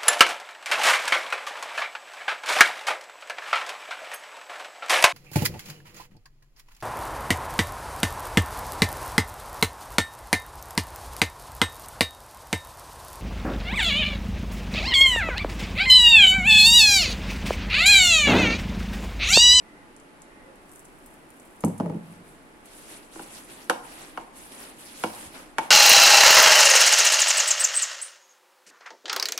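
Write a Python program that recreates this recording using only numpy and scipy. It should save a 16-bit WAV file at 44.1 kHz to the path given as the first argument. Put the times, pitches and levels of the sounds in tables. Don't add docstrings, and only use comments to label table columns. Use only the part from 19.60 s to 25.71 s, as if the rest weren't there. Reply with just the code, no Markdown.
import sys
import numpy as np
from scipy import signal
from scipy.fft import rfft, irfft
from scipy.io import wavfile

SR = 44100
rng = np.random.default_rng(int(sys.argv[2]) if len(sys.argv) > 2 else 0)


def wav_record(signal):
    frames = np.transpose(np.atleast_2d(signal))
    bounded = np.clip(frames, -1, 1)
    quanta = np.round(bounded * 32767).astype(np.int16)
    wavfile.write(sys.argv[1], SR, quanta)


N = 269248
TIME = np.arange(N) / SR


def amp(db):
    return 10 ** (np.asarray(db) / 20)


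def unit(x):
    return x / np.sqrt(np.mean(x ** 2) + 1e-20)


def fade(t, t60):
    return np.exp(-np.log(1000) * t / t60)


def at_hz(points, hz):
    f, value = np.transpose(points)
    return np.interp(np.log(np.maximum(hz, 1)), np.log(f), value)


def colour(x, spectrum):
    size = x.shape[-1]
    gain = amp(at_hz(spectrum, np.fft.rfftfreq(size, 1 / SR)))
    return irfft(rfft(x) * gain, size)


def band(x, low_hz, high_hz):
    sections = signal.butter(2, [low_hz, high_hz], "band", fs=SR, output="sos")
    return signal.sosfilt(sections, x)


def spread(pair):
    # f/Hz, correlation (1 = alike)
    likeness = [(40, 0.21), (130, 1), (290, 0.79), (640, 0.48), (1400, -0.19), (3100, 0.08),
                (15000, 0.0041)]
    size = pair.shape[-1]
    alike = np.clip(at_hz(likeness, np.fft.rfftfreq(size, 1 / SR)), -.99, .99)
    mid, side = rfft(pair) * np.sqrt([(1 + alike) / 2, (1 - alike) / 2])
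    return irfft([mid + side, mid - side], size)


def wander(per_s):
    knots = rng.standard_normal(4096)
    return unit(np.interp(TIME * per_s, np.arange(len(knots)), knots))


def grains(per_s, size_db):
    born = rng.random(N) < per_s / SR
    sizes = amp(size_db * np.minimum(rng.exponential(1, N), 4))
    return born * sizes * rng.standard_normal((2, N))


def add(out, s, sound):
    start = round(s * SR)
    out[:, start:start + sound.shape[-1]] += sound[:, :N - start]


def air(level_db=-49.5):
    # f/Hz, relative level/dB
    air_spectrum = [(28, 4), (40, -5), (55, -12.5), (100, -15), (140, -11.5), (220, -6.5), (300, -1.5),
                    (430, -9), (620, -10), (870, -11.5), (1400, -13.5), (2400, -18.5), (3600, -26.5),
                    (6500, -33), (10500, -27.5), (13000, -39), (16000, -70)]
    noise = spread(rng.standard_normal((2, N)))
    return amp(level_db) * unit(colour(noise, air_spectrum))


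def far_tones(arch=.07, blur_per_s=110):
    # middle t/s, length t/s, top f/Hz, level before the blur/dB
    tones = [(0.151, 0.28, 2035, -62.5), (.17, .33, 1900, -66), (.78, 0.27, 2060, -62),
             (.81, 0.32, 1894, -62), (.895, 0.222, 520, -54)]
    out = np.zeros((2, N))
    for s, length, hz, db in tones:
        along = np.clip(2 * (TIME - s) / length, -1, 1)
        tone = np.exp(2j * np.pi * np.cumsum(hz * (1 - arch * along ** 2)) / SR)
        blur = np.array([wander(blur_per_s) + 1j * wander(blur_per_s) for _ in range(2)])
        out += amp(db) * np.cos(np.pi * along / 2) * (tone * blur).real
    return out


def whine(hz=858, level_db=-67, waver=0.0061):
    phase = 2 * np.pi * np.cumsum(hz * (1 + waver * wander(per_s=12))) / SR
    swell = np.array([1 + wander(per_s=4) / 2 for _ in range(2)])
    return amp(level_db) * np.sin(phase) * swell


def room(x, near_db=-7, near_t60=0.076, near_gap_s=0.0035, wall_gap_s=0.014, floor_db=-9, floor_t60=0.11):
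    # f/Hz, t60/s
    tail_t60 = [(150, 1.02), (400, 0.03), (900, 0.6), (3000, 0.3), (10000, 0.6)]
    # f/Hz, relative level/dB
    tail_db = [(120, -8), (200, -11.5), (330, -10), (500, -5.5), (850, -8), (1400, -16), (3000, -11),
               (10000, -11.5)]
    t = TIME[:SR]
    white = [spread(rng.standard_normal((2, SR))) for _ in range(2)]

    near = rng.standard_normal((2, SR)) * fade(t, near_t60) * (t > near_gap_s)
    response = amp(near_db) * band(unit(near) / np.sqrt(SR), low_hz=1660, high_hz=14100)
    bounces = spread(rng.standard_normal((2, SR))) * fade(t, floor_t60) * (t > near_gap_s)
    response += amp(floor_db) * band(unit(bounces) / np.sqrt(SR), low_hz=338, high_hz=1180)

    edges = 90 * 2 ** np.arange(0, 8, .5)
    for k, (low, high) in enumerate(zip(edges, edges[1:])):
        hz = np.sqrt(low * high)
        tail = fade(t, at_hz(tail_t60, hz)) * np.clip(t / wall_gap_s - 1, 0, 1)
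        tail /= np.sqrt(np.sum(tail ** 2))
        response += amp(at_hz(tail_db, hz)) * band(white[k % 2], low, high) * tail
    return x + signal.fftconvolve(x, response, axes=1)[:, :N]


def water(fade_t60=5.7):
    # t/s, level/dB
    pour = [(.9, -84), (1.05, -68), (1.15, -57), (1.33, -70), (1.46, -60), (1.63, -70), (1.82, -62.5),
            (2.0, -63.5)]
    s, db = np.transpose(pour)
    outside_s = abs(TIME - np.clip(TIME, s[0], s[-1]))
    flow = amp(np.interp(TIME, s, db)) * fade(outside_s, fade_t60)
    return flow * unit(band(grains(per_s=920, size_db=3.0), low_hz=7640, high_hz=12300))


def drips(width=1.31, level_db=3):
    # t/s, relative peak level/dB, centre f/Hz, t60/s of the burst before its filters
    wet_ticks = [(0.364, -42.5, 8100, .016), (.399, -46, 7800, 0.023), (0.619, -38, 8000, 0.019),
                 (.957, -48.5, 9100, .02), (1.094, -44, 9300, .012), (1.116, -42, 9400, 0.016),
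                 (1.124, -41, 9500, .008), (1.136, -43, 9800, .01), (1.159, -37, 9300, 0.015),
                 (1.194, -38, 9450, .012), (1.252, -42, 8600, 0.033), (1.460, -39, 10900, 0.048),
                 (1.540, -44.5, 11300, 0.024), (1.704, -43, 11000, 0.023), (1.798, -42, 8600, 0.03),
                 (2.006, -38, 8800, 0.035), (2.024, -48, 6200, 0.014), (2.048, -18.5, 9500, 0.011),
                 (2.083, -36, 9500, .015), (2.179, -39, 9500, 0.046), (3.057, -41, 10000, 0.045)]
    out, t = np.zeros((2, N)), TIME[:SR // 20]
    for s, db, hz, t60 in wet_ticks:
        burst = rng.standard_normal((2, len(t))) * fade(t, t60)
        tick = band(burst, hz / width, hz * width)
        tick = band(tick, low_hz=2980, high_hz=12800)
        add(out, s, amp(db + level_db) * tick / np.abs(tick).max())
    return out


def crumbs(count=10, per_s=130, size_db=0.3):
    edges = np.geomspace(1700, 12000, count + 1)
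    ticks = [band(grains(per_s, size_db), low, high) / np.sqrt(low) for low, high in zip(edges, edges[1:])]
    return unit(sum(ticks))


def strokes(attack_s=0.047, build_db_per_s=17, release_t60=0.55):
    # start t/s, length t/s, relative level/dB of loose flour, of rubbing on the wall
    sweeps = [(2.41, 0.12, -60.5, -57.5), (2.628, 0.037, -55.5, -75), (3.028, 0.28, -48.5, -54.5),
              (3.266, 0.066, -46, -47.5), (3.49, 0.3, -45.5, -50.5), (3.866, 0.032, -46.5, -46.5),
              (3.94, 0.09, -50, -52.5), (4.208, 0.23, -46.5, -46), (4.456, 0.16, -58, -53.5),
              (4.717, 0.14, -48.5, -54.5), (4.873, 0.19, -45, -47), (5.15, 0.32, -44, -50),
              (5.383, 0.26, -44.5, -46.5), (5.713, 0.044, -44.5, -42.5), (5.962, 0.076, -50.5, -42)]
    power = np.zeros((2, N))
    for s, length, loose_db, rub_db in sweeps:
        age = TIME - s
        dig = np.clip(age / attack_s, 0, 1)
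        press = amp(build_db_per_s * np.minimum(age - length, 0))
        release = fade(np.maximum(age - length, 0), release_t60)
        power += (amp([[loose_db], [rub_db]]) * dig * press * release) ** 2
    return np.sqrt(power)


def fingers(flour_db=-1, crumb_db=-8, rub_db=-1, slip_db=0.5, patchy_db=3.0):
    # f/Hz, relative level/dB
    flour_spectrum = [(300, -48), (1200, -38), (2800, -12), (4200, -13.5), (6300, -14), (8500, -8.5),
                      (10200, -7), (11500, -9), (13000, -16.5), (15500, -28)]
    # f/Hz, relative level/dB
    rub_spectrum = [(60, -17), (130, -5), (300, -1), (550, -2), (900, -2), (1500, -3.5), (2600, -6.5),
                    (5000, -20), (12000, -88)]
    loose, pressed = strokes()
    slip = amp(slip_db * wander(per_s=52))
    shear = colour(grains(per_s=22000, size_db=3.0), flour_spectrum)

    clumps = np.zeros((2, N))
    edges = np.geomspace(600, 16000, 11)
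    for k, (low, high) in enumerate(zip(edges, edges[1:])):
        sign = (-1) ** k
        clumps += sign * band(shear, low, high) * amp(patchy_db * wander(per_s=40))
    hiss = amp(flour_db) * unit(clumps)

    rub = amp(rub_db) * unit(colour(spread(grains(per_s=13000, size_db=2.0)), rub_spectrum))
    return slip * (loose * (hiss + amp(crumb_db) * crumbs()) + pressed * rub)


def rolls(hz=170, waver=0.0387, upper_hz=217, upper_db=-7, grit_db=-13, uneven_db=1.0,
          swell_s=0.0053, release_t60=0.13):
    # start t/s, length t/s, relative level/dB
    drones = [(2.054, 0.04, -24), (2.13, 0.017, -47), (2.212, 0.093, -27), (2.308, 0.063, -29),
              (2.425, 0.021, -56), (2.525, 0.085, -49.5)]
    out = np.zeros((2, N))
    phase = 2 * np.pi * np.cumsum(1 + waver * wander(per_s=70)) / SR
    upper = amp(upper_db) * wander(per_s=30) * np.sin(upper_hz * phase)
    grit = spread(grains(per_s=900, size_db=0.5))
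    grit = amp(grit_db) * unit(band(grit, low_hz=222, high_hz=520))
    pressure = amp(uneven_db * wander(per_s=72))
    for s, length, db in drones:
        age = TIME - s
        envelope = np.clip(age / swell_s, 0, 1) * fade(np.maximum(age - length, 0), release_t60)
        judder = np.sin(hz * (phase - np.interp(s, TIME, phase)))
        out += amp(db) * envelope * (judder * pressure + upper + grit)
    return out


def bowl_modes(travel_s=0.0042, swell_cycles=0.35, wide_hz=800, widest=1.32):
    # f/Hz, relative level/dB
    modes = [(102, -4.5), (171, -1), (216, -1.5), (266, -4), (330, -1.5), (390, -11.5), (440, -13.5),
             (483, -0.5), (540, -19.5), (606, -7), (642, -9.5), (740, -3.5), (790, -8), (824, -2.5),
             (889, -3.5), (981, -4.5), (1062, -1.5), (1094, -16.5), (1215, -3.5), (1298, -4.5), (1397, -9),
             (1480, -9), (1605, -11), (1937, -7), (2220, -3)]
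    # f/Hz, t60/s
    mode_t60 = [(102, 0.48), (171, 0.27), (270, 0.2), (500, 0.083), (950, 0.085), (1500, 0.039),
                (2000, 0.046)]
    t = TIME[:SR // 2]
    hz, mode_db = np.transpose(modes)[:, :, None]
    swell = 1 - np.exp(-hz * t / swell_cycles)
    envelope = amp(mode_db) * swell * fade(t, at_hz(mode_t60, hz))
    phase = 2 * np.pi * (hz * t - 2 * travel_s * np.sqrt(hz * 1000))
    lobe = (-1) ** np.arange(len(modes))[:, None]
    apart = lobe * np.minimum((hz / wide_hz) ** 2, 1) * widest / 2
    return hz, np.array([envelope * np.exp(1j * (phase + side * apart)) for side in (1, -1)])


def spot_ring(hz, t60=0.072, swell_s=0.0059, stretch=0.2, relax_s=0.004):
    t = TIME[:SR // 5]
    cycles = hz * (t + stretch * relax_s * (1 - np.exp(-t / relax_s)))
    swell = 1 - np.exp(-(t / swell_s) ** 2)
    return np.tile(np.sin(2 * np.pi * cycles) * swell * fade(t, t60), (2, 1))


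def wall_snap(hz, stretch=0.39, glide_s=0.0013, t60=0.011, lag_s=.00007, width=2.0):
    age = np.maximum(TIME[:SR // 20] - [[lag_s], [0]], 0)
    cycles = hz * (age + stretch * glide_s * (1 - np.exp(-age / glide_s)))
    return band(np.sin(2 * np.pi * cycles) * fade(age, t60), hz / width, hz * width)


def edge_tick(lag_s=.00005):
    # f/Hz, relative level/dB, t60/s
    edge_tones = [(2237, 3, 0.014), (2840, 2.5, 0.012), (4480, -5.5, 0.012)]
    age = np.maximum(TIME[:SR // 20] - [[lag_s], [0]], 0)
    return sum(amp(db) * np.sin(2 * np.pi * hz * age) * fade(age, t60) for hz, db, t60 in edge_tones)


def landings():
    # t/s, strength level/dB, contact sharpness f/Hz,
    # landing spot's settled f/Hz and level re strength/dB, wall snap's settled f/Hz and level re strength/dB
    base_thuds = [(2.038, -19, 980, 264, 12, 752, 1.5), (2.0472, -30.5, 804, 450, 7, 740, -17),
                  (2.2, -23, 930, 227, 1, 685, 5.5), (2.2073, -31.5, 1000, 627, 5, 860, 7),
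                  (2.2602, -32, 1000, 603, 8.5, 736, 9.5), (2.2977, -32, 1000, 312, 0, 740, 1),
                  (2.345, -38, 555, 320, 8, 550, -10), (5.652, -32, 90, 74, -5, 300, -25)]
    # t/s, strength level/dB, contact sharpness f/Hz,
    # the hand damps modes below f/Hz, landing spot's settled f/Hz and level re strength/dB,
    # wall snap's settled f/Hz, then snap, crack and edge tick levels re strength/dB
    edge_clacks = [(3.558, -40.5, 1420, 306, 330, 6.6, 1210, 1, -14, -10),
                   (3.5942, -36, 1630, 337, 360, 1, 1210, 5, -7, -12),
                   (4.0976, -16.5, 2300, 517, 485, 1.5, 1336, 8.5, 0, -7.5),
                   (4.1082, -26, 1700, 600, 890, 6.1, 1250, -1, -12, -18),
                   (4.5750, -29.5, 2000, 560, 900, 3.4, 1300, 6, -11.5, -7),
                   (5.4379, -22.5, 2200, 306, 482, 0.73, 1330, 5, -4, -2.5),
                   (5.9836, -20, 2420, 524, 876, 6.2, 1336, 7.5, -2, -7.5)]
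    base_damped_hz = 122
    crack_db, tick_db = -17, -22
    thud_cycles, clack_cycles = 78, 500
    contacts = []
    for s, db, sharp_hz, *rings in base_thuds:
        contacts.append((s, db, sharp_hz, base_damped_hz, *rings, crack_db, tick_db, thud_cycles))
    return contacts + [(*clack, clack_cycles) for clack in edge_clacks]


def knocks(ring_db=-2.0, uneven_db=3.0, scatter_hz=600, crack_t60=.019):
    # f/Hz, relative level/dB
    crack_spectrum = [(150, -48), (800, -36), (1600, 0.5), (3000, 10), (4000, -4), (5300, 2), (7500, -3),
                      (10500, 0.5), (13000, -5), (16000, -59)]
    out, t = np.zeros((2, N)), TIME[:SR // 10]
    hz, rings = bowl_modes()
    contacts = landings()
    chance = rng.standard_normal((len(contacts), 2, len(hz), 1))
    for contact, (luck, turn) in zip(contacts, chance):
        s, db, sharp_hz, damped_hz, spot_hz, spot_db, snap_hz, snap_db, crack_db, edge_db, cycles = contact
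        reach = 1 / np.sqrt((1 + (hz / sharp_hz) ** 5) * (1 + (damped_hz / hz) ** 5))
        scatter = np.exp(1j * turn * np.minimum((hz / scatter_hz) ** 2, 1))
        strength = amp(db + ring_db + uneven_db * luck) * reach * scatter
        choke = fade(TIME[:rings.shape[-1]], cycles / hz)
        add(out, s, (choke * (strength * rings).imag).sum(axis=1))
        add(out, s, amp(db + spot_db) * spot_ring(spot_hz))
        add(out, s, amp(db + snap_db) * wall_snap(snap_hz))
        add(out, s, amp(db + edge_db) * edge_tick())
        crack = unit(colour(rng.standard_normal((2, len(t))), crack_spectrum)) * fade(t, crack_t60)
        add(out, s, amp(db + crack_db) * band(crack, low_hz=694, high_hz=15900))
    return out


def scene():
    background = air() + far_tones() + whine()
    in_room = room(water() + drips() + rolls() + knocks())
    return background + in_room + fingers()


def record(dry):
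    # f/Hz, gain level/dB
    right_port = [(10500, 0.5), (13000, -7), (16000, 10)]
    heard = np.array([dry[0], colour(dry[1], right_port)])
    heard = band(heard, low_hz=30, high_hz=19800)
    steep_cut = signal.ellip(10, .1, 80, 15750, fs=SR, output="sos")
    return signal.sosfilt(steep_cut, heard)


dry = scene()
out = record(dry)
wav_record(out)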